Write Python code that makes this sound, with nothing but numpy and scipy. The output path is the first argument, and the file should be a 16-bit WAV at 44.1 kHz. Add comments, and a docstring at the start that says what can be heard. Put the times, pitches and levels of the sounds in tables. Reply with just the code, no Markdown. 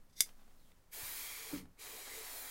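"""Scissors shear through foam and snap shut, close to one microphone in a quiet upholstery workshop:
gritty noise and a blow drive blade modes. After some ticks, rustle and a faint whistle a spray can hisses
twice over the foam, as shaped noise with narrow rings and echoes. Knocks drive the modes of a wooden frame;
a low thump, room tone, a blurred hum and a throb below hearing are added."""
import sys
import numpy as np
from scipy import signal
from scipy.fft import rfft, irfft
from scipy.io import wavfile
from scipy.ndimage import uniform_filter1d, map_coordinates

SR = 44100
rng = np.random.default_rng(int(sys.argv[2]) if len(sys.argv) > 2 else 0)


def wav_out(sig):
    """Save sig, one row per channel (or a flat mono array), as 16-bit PCM at SR to the path in sys.argv[1]."""
    wavfile.write(sys.argv[1], SR, np.round(np.clip(np.atleast_2d(sig).T, -1, 1) * 32767).astype(np.int16))


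def field_ratio(decibels):
    """Amplitude ratio for a level in dB (20 dB per decade); scalars and array-likes work."""
    return 10 ** (np.asarray(decibels, dtype=float) / 20)


N = 110250
T = np.arange(N) / SR


def unit(x):
    """Scale to rms 1."""
    return x / np.sqrt(np.mean(x ** 2))


def noise():
    """White Gaussian noise."""
    return rng.standard_normal(N)


def grit(spread_db):
    """Noise whose samples differ widely in size."""
    return unit(noise() * field_ratio(spread_db * rng.exponential(size=N)))


def walk(rate_hz):
    """Random levels held 1 / rate_hz s and slewed twice."""
    hold = int(SR / rate_hz)
    steps = np.repeat(rng.standard_normal(N // hold + 1), hold)
    return 1.39 * uniform_filter1d(uniform_filter1d(steps, hold), hold)[:N]


def curve(table, col, off=None):
    """One column of a time table, sample by sample; off holds outside the table."""
    rows = np.array(table)
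    return np.interp(T, rows[:, 0], rows[:, col], off, off)


def decay(at_s, t60_s):
    """Sudden start, exponential fall."""
    return (T >= at_s) * np.exp(-np.log(1000) * np.maximum(T - at_s, 0) / t60_s)


def colour(x, points):
    """Weight the spectrum of x by (Hz, dB) points, rms 1."""
    hz, db = np.array(points).T
    f = np.maximum(np.arange(N // 2 + 1) * SR / N, 1)
    return unit(irfft(rfft(x) * field_ratio(np.interp(np.log(f), np.log(hz), db)), N))


def band(x, lo_hz, hi_hz, order=2):
    """Butterworth band-pass."""
    sos = signal.butter(order, [lo_hz, min(hi_hz, .45 * SR)], "band", fs=SR, output="sos")
    return signal.sosfilt(sos, x)


def narrow(centre_hz, width_hz):
    """Narrow-band noise, rms 1."""
    return unit(band(noise(), centre_hz - width_hz / 2, centre_hz + width_hz / 2, order=1))


def tone(hz):
    """Sine that follows a frequency curve."""
    return np.sin(2 * np.pi * np.cumsum(hz) / SR)


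def ring(x, modes):
    """Drive a table of decaying modes; neighbours swing in opposite sense."""
    out = 0
    for k, (hz, db, t60_s) in enumerate(modes):
        pole = np.exp(2j * np.pi * hz / SR - np.log(1000) / (t60_s * SR))
        out = out + (-1) ** k * field_ratio(db) * signal.lfilter([1], [1, -pole], x).imag
    return out


def scissors():
    """Gritty rubbing swells in the blade modes, then the blades clap together and chatter."""
    # modes of the blades: (frequency [Hz], level [dB], t60 [s])
    blades = [(2135, -6, .022), (3525, -1.5, .018), (4955, 1, .026), (5350, -4, .01), (5650, 3, .017),
              (6325, -1, .03), (7190, -3, .016), (7920, -2, .018), (8300, -4, .018), (8900, -2, .014),
              (9660, -6, .018), (10430, -2, .02), (10815, -2, .028), (12400, 1, .016), (12950, -2, .01),
              (14400, -8, .012)]
    # spectrum of rubbing hiss and snap: (frequency [Hz], density [dB per Hz])
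    crack_spectrum = [(100, -24), (400, -14.5), (900, -26.5), (2000, -8.5), (2700, -15), (3600, -9),
                      (5300, -2.5), (9000, -1), (13000, 0), (13800, -9), (15800, -10.5)]
    # blades rubbing as they close: (time [s], ring level [dB], hiss level [dB])
    shear_levels = [(.09, -97, -94), (.098, -74, -82.5), (.116, -88, -87), (.122, -93.5, -98),
                    (.128, -69, -81.5), (.145, -77.5, -81.5), (.152, -78, -85.5), (.166, -60.5, -68.5),
                    (.183, -53.5, -59), (.195, -53.5, -55.5), (.204, -50, -54.5), (.207, -91, -88.5)]
    snap_s, bounce_s = .2057, .2102  # the blades meet once more at bounce_s

    rub = grit(3.)
    pressed_blades = np.array(blades) * [1, 1, .75]  # pressed blades ring shorter
    rub_ring = unit(ring(band(rub, 2200, 5600, order=1), pressed_blades))  # and duller
    shear = rub_ring * field_ratio(curve(shear_levels, 1, off=-200))
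    shear = shear + colour(rub, crack_spectrum) * field_ratio(curve(shear_levels, 2, off=-200))

    blow = field_ratio(-18.5) * grit(5.45) * decay(snap_s, t60_s=.008)  # chatter
    blow[int(snap_s * SR)] += 1
    blow[int(bounce_s * SR)] += field_ratio(-12)
    crack = field_ratio(-23.5) * colour(noise(), crack_spectrum) * decay(snap_s, t60_s=.045)
    return shear + field_ratio(-22.5) * ring(blow, blades) + crack


def spray():
    """Turbulent jet in three ranges, with nozzle and can resonances; the foam adds faint moving echoes."""
    # the jet, one table a press: (time [s], level [dB], then relative gains of
    # lows [dB], nozzle ring [dB], top [dB], can ring [dB])
    presses = [
        [(0.895, -104, -6, -11, 7, -7), (0.921, -61.5, -29, -9, 4, -32), (0.935, -49, -16.5, -9, 2.5, -36),
         (0.981, -49, -10, -18, 2, -12.5), (1.041, -46.5, -13, -17.5, 2.5, -46),
         (1.355, -47.5, -14.5, -11, -1.5, -27), (1.495, -48.5, -15, -17, -3.5, -14),
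         (1.537, -51, -3.5, -16, 0, -5.5), (1.587, -52, -15.5, -9.5, -5.5, -19),
         (1.675, -87.5, 10, -13, -10, 13), (1.72, -94, 7.5, 4.5, -5, 6)],
        [(1.77, -81.5, 10.5, -1, -18, -9), (1.796, -54.5, -28, -7, -5, -16), (1.818, -49, -11, -14, -7, -26.5),
         (1.94, -50.5, -9.5, -14.5, -0.5, -7), (2.062, -49.5, -14, -15, -6, -18),
         (2.076, -48, -6, -17, -13, -23), (2.102, -48.5, -12.5, -11.5, -4, -14),
         (2.226, -49, -11.5, -13, -4, -12), (2.296, -49, -11.5, -13, -2, -36), (2.35, -49.5, -8, -18.5, 1, -20),
         (2.5, -49.5, -10.5, -8.5, 1.5, -38)],
    ]
    # jet spectrum: (frequency [Hz], density [dB per Hz])
    jet_spectrum = [(150, -54), (260, -2.5), (320, -3), (1200, 2.5), (1900, 3), (2450, 0), (2620, -2.5),
                    (3800, 1.5), (7000, -0.5), (10000, -1), (15700, -5.5)]
    # centre of the nozzle ring as the can tilts: (time [s], frequency [Hz])
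    nozzle_centre = [(.92, 2250), (1.15, 2350), (1.3, 2196), (1.6, 2300), (1.95, 2397), (2.1, 2100),
                     (2.25, 1987), (2.35, 2354), (2.5, 1872)]
    # steady narrow rings in the jet: (frequency [Hz], relative level [dB])
    valve_rings = [(2355, -19), (3242, -19)]
    # change of colour with the can turned for the second press: (frequency [Hz], gain [dB])
    turned = [(3100, -1), (4100, 4), (4700, -1), (5300, 0.5), (6800, 2.5)]
    # the foam mirrors the jet: (delay [s], level [dB], drift of log delay [1])
    foam_echoes = [(.00043, -17, .03), (.0013, -15, .2)]
    lows_top_hz, top_from_hz, nozzle_width_hz = 1400, 12840, 220
    flicker_db = .6

    f = np.arange(N // 2 + 1) * SR / N
    low = 1 / (1 + (f / lows_top_hz) ** 4)
    high = 1 - 1 / (1 + (f / top_from_hz) ** 6)

    def part(power_share):
        """Spitting jet noise in one range, rms 1."""
        return unit(irfft(rfft(colour(grit(.77), jet_spectrum)) * np.sqrt(power_share), N))

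    sway = narrow(nozzle_width_hz / 4, nozzle_width_hz / 2.1)
    nozzle = unit(sway * tone(curve(nozzle_centre, 1)))
    can = narrow(446, width_hz=70)
    layers = [part(low), nozzle, part(high), can]
    middle = field_ratio(-3.0) * part(np.clip(1 - low - high, 0, 1))
    valve = sum(field_ratio(db) * narrow(hz, width_hz=23) for hz, db in valve_rings)

    jet = 0
    for press, body in zip(presses, [middle, field_ratio(-3.5) * colour(middle, turned)]):
        mix = body + valve
        for k, layer in enumerate(layers):
            mix = mix + layer * field_ratio(curve(press, k + 2) + flicker_db * walk(41.06))
        jet = jet + mix * field_ratio(curve(press, 1, off=-200) + flicker_db * walk(12.21))

    out = jet
    for delay_s, db, drift in foam_echoes:
        read_s = T - delay_s * np.exp(drift * walk(2))
        out = out + field_ratio(db) * map_coordinates(jet, [read_s * SR], mode="mirror")
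    return out


def knocks():
    """Half-sine pushes and a dying rattle drive the frame modes."""
    # modes of the wooden frame: (frequency [Hz], level [dB], t60 [s])
    frame_modes = [(80, -7.5, 0.25), (144.3, -7.5, 0.49), (188.3, -10, 0.48), (253, -0.5, 0.15),
                   (293.7, 6, 0.095), (394, -10, 0.079), (460, -4, 0.081), (565, -7, 0.056),
                   (930, -11, 0.046), (1300, -23, 0.048)]
    # pushes on the frame: (time [s], drive level [dB], length [s])
    pushes = [(1.526, -43, 0.0006), (1.5325, -40.5, 0.0011), (1.5495, -42.5, 0.0019),
              (1.579, -41.5, 0.0046), (1.601, -50.5, 0.0021), (1.624, -42.5, 0.0037)]
    drive = 0
    for at_s, db, length_s in pushes:
        half_sine = np.sin(np.pi * np.clip((T - at_s) / length_s, 0, 1))
        drive = drive + field_ratio(db) * half_sine / (length_s * SR)
    # loose wood shakes on after the first knock
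    rattle = field_ratio(-71.5) * grit(4.65) * decay(pushes[0][0], t60_s=.32)
    return band(ring(drive + rattle, frame_modes), 55, 8000)


def ticks():
    """Small ticks: band noise that starts suddenly and decays."""
    # (time [s], rms level at the start [dB], centre [Hz])
    tick_table = [(0.291, -55.5, 2400), (0.511, -69.5, 1480), (0.717, -65, 2490), (1.656, -58.5, 880),
                  (2.079, -54, 825)]
    out = 0
    for at_s, db, hz in tick_table:
        burst = unit(band(noise(), hz / 1.5, hz * 1.23, order=1))
        out = out + field_ratio(db) * burst * decay(at_s, t60_s=.025)
    return out


def rustle():
    """Foam and sleeve rustle: gritty, wavering lows and smooth treble noise."""
    # (time [s], level of the lows [dB], level of the treble [dB])
    rustle_levels = [(0.26, -68, -63), (0.326, -77, -76.5), (0.498, -71.5, -78), (0.652, -85.5, -76.5),
                     (0.718, -75, -76), (0.734, -96, -97), (0.78, -78.5, -83), (0.8, -87.5, -94)]
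    lows = unit(band(grit(3.0), 250, 1270, order=1))
    treble = unit(band(noise(), 2700, 18000))
    out = lows * field_ratio(curve(rustle_levels, 1, off=-200) + 2 * walk(23.1))
    return out + treble * field_ratio(curve(rustle_levels, 2, off=-200))


def whistle():
    """Faint falling whistle: a sine modulated by low-frequency noise, so breathy."""
    # (time [s], frequency [Hz], level [dB])
    whistle_path = [(.575, 4250, -86), (.6, 4150, -78), (.63, 3900, -80), (.655, 3550, -77),
                    (.69, 3170, -77), (.72, 3050, -97)]
    breath = unit(band(noise(), 4.2, 120, order=1))
    return breath * tone(curve(whistle_path, 1)) * field_ratio(curve(whistle_path, 2, off=-200))


def thump():
    """One soft low thump: a cosine with a Gaussian rise and an exponential fall."""
    cycles = (T - 1.034) * 109  # peak time [s], frequency [Hz]
    rise, fall = np.exp(-(cycles / .19) ** 2), np.exp(-cycles.clip(0) / .87)
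    return field_ratio(-49.5) * np.cos(2 * np.pi * cycles) * np.where(cycles < 0, rise, fall)


def workshop():
    """Swaying room tone, a blurred low hum that stops and a wavering throb below hearing."""
    # room tone: (frequency [Hz], density [dB per Hz])
    air_spectrum = [(15, -39), (25, -4.5), (82, -12.5), (284, -26), (558, -24), (605, -26.5), (1290, -30),
                    (1440, -31), (2900, -37), (15900, -40)]
    # throb: (time [s], rms level [dB])
    throb_levels = [(0.0, -52), (0.1, -69), (0.31, -54.5), (0.64, -59), (0.83, -69.5), (1.02, -59),
                    (1.4, -67), (1.64, -58), (1.78, -68.5), (2.31, -59), (2.5, -68)]
    hum_hz, hum_end_s, throb_hz = 195, .78, 13.5
    air = field_ratio(-69.5 + .8 * walk(8.2)) * colour(noise(), air_spectrum)
    hum = field_ratio(-76) * unit(band(noise(), hum_hz / 1.25, hum_hz * 1.3)) * (T < hum_end_s)
    throb = np.sin(2 * np.pi * throb_hz * T) * np.sqrt(2) * field_ratio(curve(throb_levels, 1))
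    return air + throb + hum


def room(near):
    """Small damped room: convolution with decaying noise of unit energy after a short gap."""
    tail = (noise() * decay(.0054, t60_s=.12))[:SR // 2]
    return field_ratio(-11) * signal.fftconvolve(near, tail / np.sqrt(np.sum(tail ** 2)))[:N]


def scene():
    """All near sources in the room, over the workshop background, alike in two channels."""
    near = scissors() + spray() + knocks() + ticks() + rustle() + whistle() + thump()
    return np.tile(near + room(near) + workshop(), (2, 1))


def roll_off(x):
    """The treble ends steeply here."""
    return signal.sosfilt(signal.butter(12, 16990, fs=SR, output="sos"), x)


def record(dry):
    """One microphone, both channels alike, top cut steeply by an elliptic low-pass."""
    top_hz = 15850
    cut = signal.sosfilt(signal.ellip(10, .2, 70, top_hz, fs=SR, output="sos"), dry)
    return roll_off(cut)


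dry = scene()
out = record(dry)
wav_out(out)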